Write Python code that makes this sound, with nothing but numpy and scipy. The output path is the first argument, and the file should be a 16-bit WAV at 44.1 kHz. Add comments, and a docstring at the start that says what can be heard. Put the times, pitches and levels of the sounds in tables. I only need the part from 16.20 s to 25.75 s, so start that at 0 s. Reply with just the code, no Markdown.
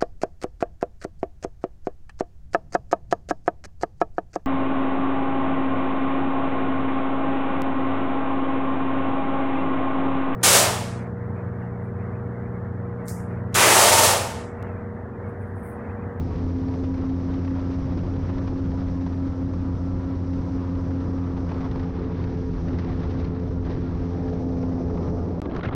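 """An airboat's three-blade propeller, geared down from an eight-cylinder engine, drones over its own roar.
A small camera hears it in the wind on board, turning twice; locked sine tones make the drone.
Shaped noise makes the roar, hiss and wind; spray ticks ring and puffs of wind strike the microphone.
Near the end the drone fades, the sound drops out for a moment, and whistling gusts take over."""
import sys
import numpy as np
from scipy import signal
from scipy.io import wavfile
from scipy.ndimage import uniform_filter1d, minimum_filter1d

SR = 44100
rng = np.random.default_rng(int(sys.argv[2]) if len(sys.argv) > 2 else 0)


def put_to_file(sound):
    """Save the sound as 16-bit audio at rate SR, in the file named by the first command-line argument."""
    columns = np.atleast_2d(sound).T  # one column per channel
    safe = np.clip(columns, -1, 1)
    whole_steps = np.round(safe * 32767)
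    wavfile.write(sys.argv[1], SR, whole_steps.astype(np.int16))


N = 421149
TIME_S = np.arange(N) / SR

# Slow levels of propeller wash and hiss: start_s, wash_db, hiss_db, hiss_top_dulling_db
WASH_AND_HISS = [(0.0, -49, -66, -2.5), (2.52, -48.5, -65, -1.5), (3.0, -52.5, -67, -4),
                 (5.45, -50, -65.5, -2.5), (5.9, -47.5, -70, 1), (6.05, -48.5, -66, 1),
                 (6.18, -48.5, -65.5, 1), (6.28, -60, -68, -1), (6.43, -50, -64.5, 2),
                 (6.67, -46, -66.5, -1.5), (7.04, -49, -65.5, 2), (7.12, -47.5, -69.5, -1),
                 (7.38, -52, -68.5, -2), (7.5, -47, -66.5, 0), (7.65, -51.5, -67, -1),
                 (8.85, -41, -63.5, 0.5), (9.18, -46, -69, -2), (9.55, -40, -84, -6)]
# Brief silence: from_s, to_s
DROP_OUT_S = (9.2020, 9.2179)


def amp(db):
    """Amplitude factor of a level in dB."""
    return 10 ** (np.asarray(db) / 20)


def evened(x):
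    """Scales to rms 1."""
    return x / np.sqrt(np.mean(x ** 2) + 1e-20)


def columns(rows):
    """Draws each column after the first (s) as a line through time."""
    s, *values = np.transpose(rows)
    return [np.interp(TIME_S, s, v) for v in values]


def wander(seconds):
    """Random drift of rms 1: white noise averaged twice over the given time."""
    n = max(int(seconds * SR), 1)
    white = rng.standard_normal(N)
    return evened(uniform_filter1d(uniform_filter1d(white, n), n))


def noise(shape, lo_hz, hi_hz, patchy_db, size):
    """Random short-time spectra with drifting patches; rms 1 between lo_hz and hi_hz."""
    hop = size // 4
    bin_hz = np.fft.rfftfreq(size, 1 / SR)
    real, imag, patches = rng.standard_normal((N // hop + 9, len(bin_hz), 3)).T
    patches = uniform_filter1d(patches, size=5, axis=0)  # across frequency
    patches = evened(uniform_filter1d(patches, size=8, axis=1))  # across time
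    shape_hz, shape_db = np.transpose(shape)
    bin_db = np.interp(np.log(bin_hz + 1), np.log(shape_hz), shape_db, right=-120)
    spectra = (real + 1j * imag) * amp(bin_db[:, None] + patchy_db * patches)
    in_band = (bin_hz >= lo_hz) & (bin_hz < hi_hz)
    share = np.sum(abs(spectra[in_band]) ** 2) / np.sum(abs(spectra) ** 2)
    sound = signal.istft(spectra, nperseg=size, noverlap=size - hop)[1]
    return evened(sound[size:N + size]) / np.sqrt(share)


def facing(levels_db):
    """Blends three levels as the camera turns twice."""
    # Camera turns: from_s, to_s
    camera_turns = [(4.9, 5.6), (7.8, 8)]
    return np.interp(TIME_S, np.ravel(camera_turns), np.repeat(levels_db, [1, 2, 1]))


def drone():
    """Blade and exhaust tones, locked by the gear; moving air shakes their arrival time and level."""
    # Blade-pass rate: time_s, rate_hz
    speed = [(0.0, 85.35), (0.2, 86.6), (0.45, 87.72), (1.2, 88.8), (1.8, 88.95), (2.1, 89.25),
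             (2.8, 88.95), (4.8, 89.17), (5.0, 88.78), (5.3, 87.85), (5.6, 87.51), (6.2, 87.14),
             (6.6, 86.48), (7.0, 87.15), (8.1, 87.05), (8.6, 86.41), (9.55, 86.42)]
    # Blade tones: blade_multiple, ahead_db, after_first_turn_db, after_second_turn_db
    blade_tones = [(1, -29.5, -31.5, -31), (2, -37, -37, -33), (4, -47, -46.5, -50.5), (6, -53, -56, -52.5),
                   (7, -61.5, -65.5, -53), (8, -61, -63, -49), (9, -67, -70.5, -54),
                   (10, -64.5, -63, -59.5), (11, -57.5, -60.5, -64), (12, -65, -68, -61.5),
                   (13, -65, -67, -65), (14, -71, -73, -63), (15, -65.5, -72.5, -72),
                   (16, -73.5, -69.5, -70)]
    # The two blade tones that change most: time_s, third_db, fifth_db
    moving_tones = [(0, -40, -44), (.35, -29, -41.5), (.9, -26.5, -52), (1.8, -32, -60.5),
                    (2.5, -28.5, -61.5), (3.6, -32.5, -53), (4.8, -31, -49), (5.6, -34, -41.5),
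                    (6.8, -32, -40.5), (7.7, -34, -41), (8.2, -30, -37), (8.5, -26, -41.5),
                    (9.0, -36.5, -38), (9.55, -35, -43)]
    # Exhaust tones: firing_cycle_multiple, ahead_db, after_first_turn_db, after_second_turn_db
    exhaust = [(3.005, -39.5, -41.5, -41), (5.004, -41, -37, -39.5), (6.974, -46, -55, -45),
               (7.99, -41, -47, -45), (9.01, -47, -58.5, -57.5), (10.98, -55.5, -49, -61.5),
               (13, -55, -59, -57.5), (14.92, -51, -51, -44), (15.92, -63.5, -61.5, -55.5),
               (18.33, -63.5, -62, -57), (23.97, -70.5, -64, -59.5), (25.15, -65, -68, -56)]
    cycles_per_blade = .382  # firing cycles per blade pass, set by the gear
    fade_s, fade_db_per_s = 8.98, -22
    drift_db, drift_s = .35, .25

    blade_passes = np.cumsum(columns(speed)[0]) / SR + .004 * wander(.025)
    tones = [(k, facing(db)) for k, *db in blade_tones]
    tones += zip((3, 5), columns(moving_tones))
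    tones += [(k * cycles_per_blade, facing(db)) for k, *db in exhaust]

    total = np.zeros(N)
    for k, level_db in tones:
        # higher tones waver, drift and slip more
        waver_db = .33 * k * wander(.05) + drift_db * np.sqrt(k) * wander(drift_s)
        slip_cycles = .001 * k ** 2 / np.sqrt(1 + k ** 2 / 100) * wander(.06)
        cycles = k * blade_passes + rng.random() + slip_cycles
        total += amp(level_db + waver_db) * np.sqrt(2) * np.sin(2 * np.pi * cycles)
    fade_db = fade_db_per_s * np.maximum(TIME_S - fade_s, 0)
    return amp(fade_db) * total


def air():
    """Rumble and wash waver on their own; eddies roughen the roar and make flutter come in quick bursts."""
    # Noise spectra: freq_hz, relative_db_per_hz
    rumble_shape = [(12, -28), (25, 0.5), (60, 7), (120, 3.5), (250, -7), (400, -13), (800, -37)]
    wash_shape = [(80, -4.5), (200, 9), (310, 10.5), (400, 4.5), (530, 3.5), (570, 0), (750, -3.5),
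                  (900, -8), (1300, -26.5), (2000, -48)]
    roar_shape = [(200, -13), (500, -2.5), (800, 5.5), (1200, 6), (1600, -5.5), (2500, -22.5), (4000, -43)]
    flutter_shape = [(300, -5.5), (1000, 1.5), (1700, 6.5), (2800, -4.5), (3700, -5.5), (5000, -10.5),
                     (6300, -21), (7200, -43), (10000, -52)]
    # Rumble level: time_s, level_db
    rumble_level = [(0, -35), (1.3, -36.5), (2, -33.5), (3.7, -36.5), (4.4, -37), (6.7, -31.5), (7.4, -34),
                    (8.8, -33.5), (9.2, -39), (9.35, -33.5), (9.55, -27)]
    # Wind on the microphone: time_s, flutter_db, roar_above_flutter_db
    gusts = [(0.0, -58, 6), (2.15, -57, 4.5), (3.06, -60, 6.5), (5.26, -58.5, 9), (5.29, -58, 9.5),
             (6.14, -56, 3.5), (6.28, -60, 6), (6.54, -55, 5.5), (6.94, -54.5, 4), (7.42, -62, 6),
             (7.47, -56.5, 6), (8.35, -59.5, 3.5), (8.96, -60, 11.5), (9.18, -64.5, 9), (9.26, -59.5, 9),
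             (9.28, -75, 14), (9.36, -55, 15), (9.39, -56, 15), (9.47, -47.5, 6), (9.52, -56.5, 22),
             (9.55, -60, 17)]
    # Brief level changes of all this noise, mostly dips: middle_s, gain_db, half_length_s
    level_bumps = [(5.726, -4, 0.016), (7.13, -4, 0.021), (9.244, 0, 0.015), (9.29, 1, 0.011),
                   (9.419, -11, 0.021), (9.509, -12, 0.013)]
    gusty_db, gusty_s = 1, .041

    flutter_db, above_db = columns(gusts)
    flutter_db = flutter_db + gusty_db * wander(gusty_s)
    roar_db = flutter_db + above_db
    eddies = wander(.0019)

    rumble_db = columns(rumble_level)[0] + 2.4 * wander(.0098) + .33 * wander(.12)
    rumble = amp(rumble_db) * noise(rumble_shape, 20, 70, .93, size=2048)
    wash_db = columns(WASH_AND_HISS)[0] + 1.9 * wander(.0046)
    wash = amp(wash_db) * noise(wash_shape, 520, 850, 2.1, size=1024)
    roar = amp(roar_db + 1.1 * eddies) * noise(roar_shape, 900, 1500, 1.0, size=512)
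    burst_db = .73 * eddies + 1.0 * wander(.0015)
    flutter = amp(flutter_db + burst_db) * noise(flutter_shape, 1600, 3900, 1.0, size=256)

    bump_db = sum(db * np.exp(-((TIME_S - s) / half_s) ** 2) for s, db, half_s in level_bumps)
    return amp(bump_db) * (rumble + wash + roar + flutter)


def hiss():
    """Spray and blade-tip hiss: nearly even noise whose top band is dulled separately."""
    # Noise spectra: freq_hz, relative_db_per_hz
    body_shape = [(1500, -11), (3000, -13), (4000, -1), (5700, 5), (6400, -3), (7200, -17.5), (8000, -39)]
    top_shape = [(6000, -17.5), (7200, 1), (9000, -4), (10500, -16), (12000, -46)]
    _, hiss_db, dulling_db = columns(WASH_AND_HISS)
    body = noise(body_shape, 4500, 6500, 1.0, size=512)
    top = amp(-21.0 - dulling_db) * noise(top_shape, 7200, 9000, .8, size=512)
    uneven_db = .31 * wander(.019) + .86 * wander(.12)
    return amp(hiss_db + uneven_db) * (body + top)


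def puffs():
    """Wind strikes the microphone: each puff swells quickly, crackles for its length and dies away."""
    # Strongest puffs: start_s, bright_db, dull_db, length_s
    strong = [(0.105, -63, -47, .012), (0.158, -54, -54, 0.0071), (0.179, -55, -54, .01),
              (0.483, -55, -43.5, .012), (0.535, -57, -43, 0.016), (0.635, -55, -44, 0.032),
              (0.74, -56, -48, 0.018), (0.892, -56, -48, .014), (1.137, -50, -48, 0.0091),
              (1.246, -52, -45, 0.01), (1.275, -61, -35.5, 0.009), (1.35, -59, -43, 0.051),
              (1.5, -58, -44.5, 0.063), (1.77, -57, -45, 0.035), (1.958, -52, -58, .01),
              (2.09, -60, -40.5, 0.027), (2.18, -52, -53, 0.009), (2.272, -51, -38.5, 0.014),
              (2.514, -54, -48, 0.0084), (2.807, -58, -44, 0.022), (2.861, -57, -41, 0.018),
              (3.333, -54.5, -44, .01), (4.04, -62, -49, .01), (4.129, -60, -50, .02),
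              (4.55, -55, -62, 0.0092), (4.928, -65, -48, 0.0081), (5.165, -59, -42, 0.022),
              (5.289, -52, -40, 0.016), (5.313, -53, -35, 0.011), (5.34, -55, -49, .007),
              (5.405, -53.5, -38, 0.016), (5.44, -57, -41, .035), (5.511, -48, -43, 0.0092),
              (5.557, -53, -33, 0.0064), (5.593, -53, -52, 0.013), (5.63, -56, -48, 0.018),
              (5.755, -63, -55, .02), (6.038, -48, -47, 0.0091), (6.481, -52, -54, .01),
              (6.529, -55, -47, 0.013), (6.584, -47.5, -45, 0.019), (6.645, -53, -52, .006),
              (6.8, -54, -52, .008), (6.83, -51, -55, .012), (6.903, -53, -52, 0.018),
              (6.995, -52.5, -52, .018), (7.04, -54, -46, 0.019), (7.194, -55, -50, .01),
              (7.45, -57, -50, 0.019), (7.495, -54.5, -47, 0.045), (7.548, -57, -46, 0.009),
              (8.292, -66, -48, .01), (8.322, -64, -51, .01), (8.427, -73, -37, 0.016),
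              (8.695, -63, -37, 0.0091), (8.745, -66, -50, 0.0091), (8.772, -65, -39, .012),
              (8.872, -66, -40, 0.011), (9.255, -59, -41.5, 0.01), (9.272, -68, -59, 0.023),
              (9.297, -64, -52, .012), (9.311, -62, -43.5, 0.0055), (9.32, -56, -42, 0.0033),
              (9.33, -72, -54, 0.017), (9.347, -55, -42, 0.0062), (9.36, -51, -43, 0.012),
              (9.378, -57, -58, 0.014), (9.392, -63, -42, 0.011), (9.407, -64, -40, 0.0075),
              (9.431, -54, -39, 0.022), (9.452, -57, -36.5, 0.017), (9.474, -60, -35.5, 0.008),
              (9.485, -62, -38, 0.0078), (9.51, -62, -45, 0.0054), (9.526, -69, -41.5, 0.034)]
    # Noise spectra, bright part, dull part, dull part after the drop-out: freq_hz, relative_db_per_hz
    bright_shape = [(800, -6.5), (1700, 7.5), (2800, -3.5), (4500, -5), (6200, -12.5), (7200, -36),
                    (10000, -56.5)]
    dull_shape = [(200, -7), (500, 9), (1000, 6.5), (1600, -9), (2500, -12.5), (4000, -26.5)]
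    late_dull_shape = [(200, -4), (400, 2), (900, 2), (1400, 2), (1900, -1.5), (2800, -8), (4000, -15),
                       (4800, -34)]
    weak_count, weak_bright_db, weak_dull_db, weak_spread_db, weak_s = 12, -63, -57, 4, .018
    swell_s, late_swell_s = .0018, .0007  # before and after the drop-out
    crackle_db, late_crackle_db = 1.2, 2.5

    weak = []
    for when, size in rng.random((weak_count, 2)):
        db = weak_spread_db * (2 * size - 1)
        weak.append((when * N / SR, weak_bright_db + db, weak_dull_db + db, weak_s))

    t = np.arange(5000) / SR
    envelopes = np.zeros((2, N + 5000))
    for s, bright_db, dull_db, length_s in list(strong) + weak:
        rise_s = late_swell_s if s > DROP_OUT_S[0] else swell_s
        swell = 1 - np.exp(-(t / rise_s) ** 2)
        decay = np.exp(-(t / max(length_s, .003)) ** 3)
        envelopes[:, round(s * SR):][:, :5000] += amp([[bright_db], [dull_db]]) * swell * decay

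    late = TIME_S > DROP_OUT_S[0]
    bright = noise(bright_shape, 2000, 6000, .81, size=256)
    early_dull = noise(dull_shape, 600, 1800, 1.3, size=256)
    late_dull = noise(late_dull_shape, 600, 1800, 2.2, size=256)
    parts = np.array([bright, np.where(late, late_dull, early_dull)])
    crackle = amp(np.where(late, late_crackle_db, crackle_db) * wander(.0012))
    return (envelopes[:, :N] * parts).sum(0) * crackle


def spray_ticks():
    """Spray ticks on the housing: each is a sine ring that rises and decays within a few cycles."""
    # Ticks: start_s, peak_db, ring_hz
    ticks = [(2.2383, -53, 3560), (5.382, -54, 3870), (5.62, -66, 8500), (6.0422, -50, 4500),
             (6.4198, -49, 3900), (6.9002, -46, 4440), (6.993, -48, 3900), (7.0509, -43, 4100),
             (9.351, -60, 7000), (9.3935, -58, 9500)]
    peak_cycles = 1.2  # the envelope peaks after this many cycles
    t = np.arange(600) / SR
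    out = np.zeros(N + 600)
    for s, db, hz in ticks:
        rise = hz * t / peak_cycles
        envelope = rise * np.exp(1 - rise)
        out[round(s * SR):][:600] += amp(db) * envelope * np.sin(2 * np.pi * hz * t)
    return out[:N]


def whistle():
    """Late gusts whistle in successive glides: a carrier with narrow-band noise for breath."""
    # Glides: time_s, pitch_hz, level_db
    glides = [(9.219, 1250, -75), (9.225, 1230, -49), (9.25, 1130, -45), (9.268, 1150, -49),
              (9.272, 1600, -70), (9.278, 1640, -56), (9.303, 1580, -54), (9.307, 720, -70),
              (9.312, 700, -41), (9.33, 560, -38), (9.345, 450, -39), (9.355, 450, -75), (9.42, 1400, -75),
              (9.433, 1420, -41), (9.445, 1520, -41), (9.46, 1750, -49), (9.478, 2020, -45),
              (9.49, 2100, -47), (9.5, 2100, -75)]
    width_hz = 90
    hz, db = columns(glides)
    lowpass = signal.butter(3, width_hz / 2, fs=SR, output="sos")
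    a, b = signal.sosfilt(lowpass, rng.standard_normal((N, 2)), axis=0).T
    phase = 2 * np.pi * np.cumsum(hz) / SR
    steady = 1.1 * a.std()
    return amp(db) * evened((a + steady) * np.cos(phase) + b * np.sin(phase))


def scene():
    """Sums all layers into one channel."""
    return (drone() + air() + hiss() + puffs() + spray_ticks() + whistle())[None]


def record(dry):
    """A quick limiter holds the peaks, the sound drops out briefly, then the top is cut off."""
    knee_db, edge_hz = -18, 16000
    peak_db = 20 * np.log10(-minimum_filter1d(-abs(dry), size=400) + 1e-9)
    cut_db = .8 * np.maximum(peak_db - knee_db, 0)  # ratio 5
    held = dry / amp(uniform_filter1d(cut_db, size=400))
    sounding = (TIME_S < DROP_OUT_S[0]) | (TIME_S > DROP_OUT_S[1])
    held = held * uniform_filter1d(1. * sounding, size=3)
    held = np.pad(held, ((0, 0), (127, 127)), "edge")
    lowpass = signal.firwin(255, edge_hz, window=("kaiser", 9), fs=SR)
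    return signal.oaconvolve(held, lowpass[None], "valid")


dry = scene()
out = record(dry)
put_to_file(out)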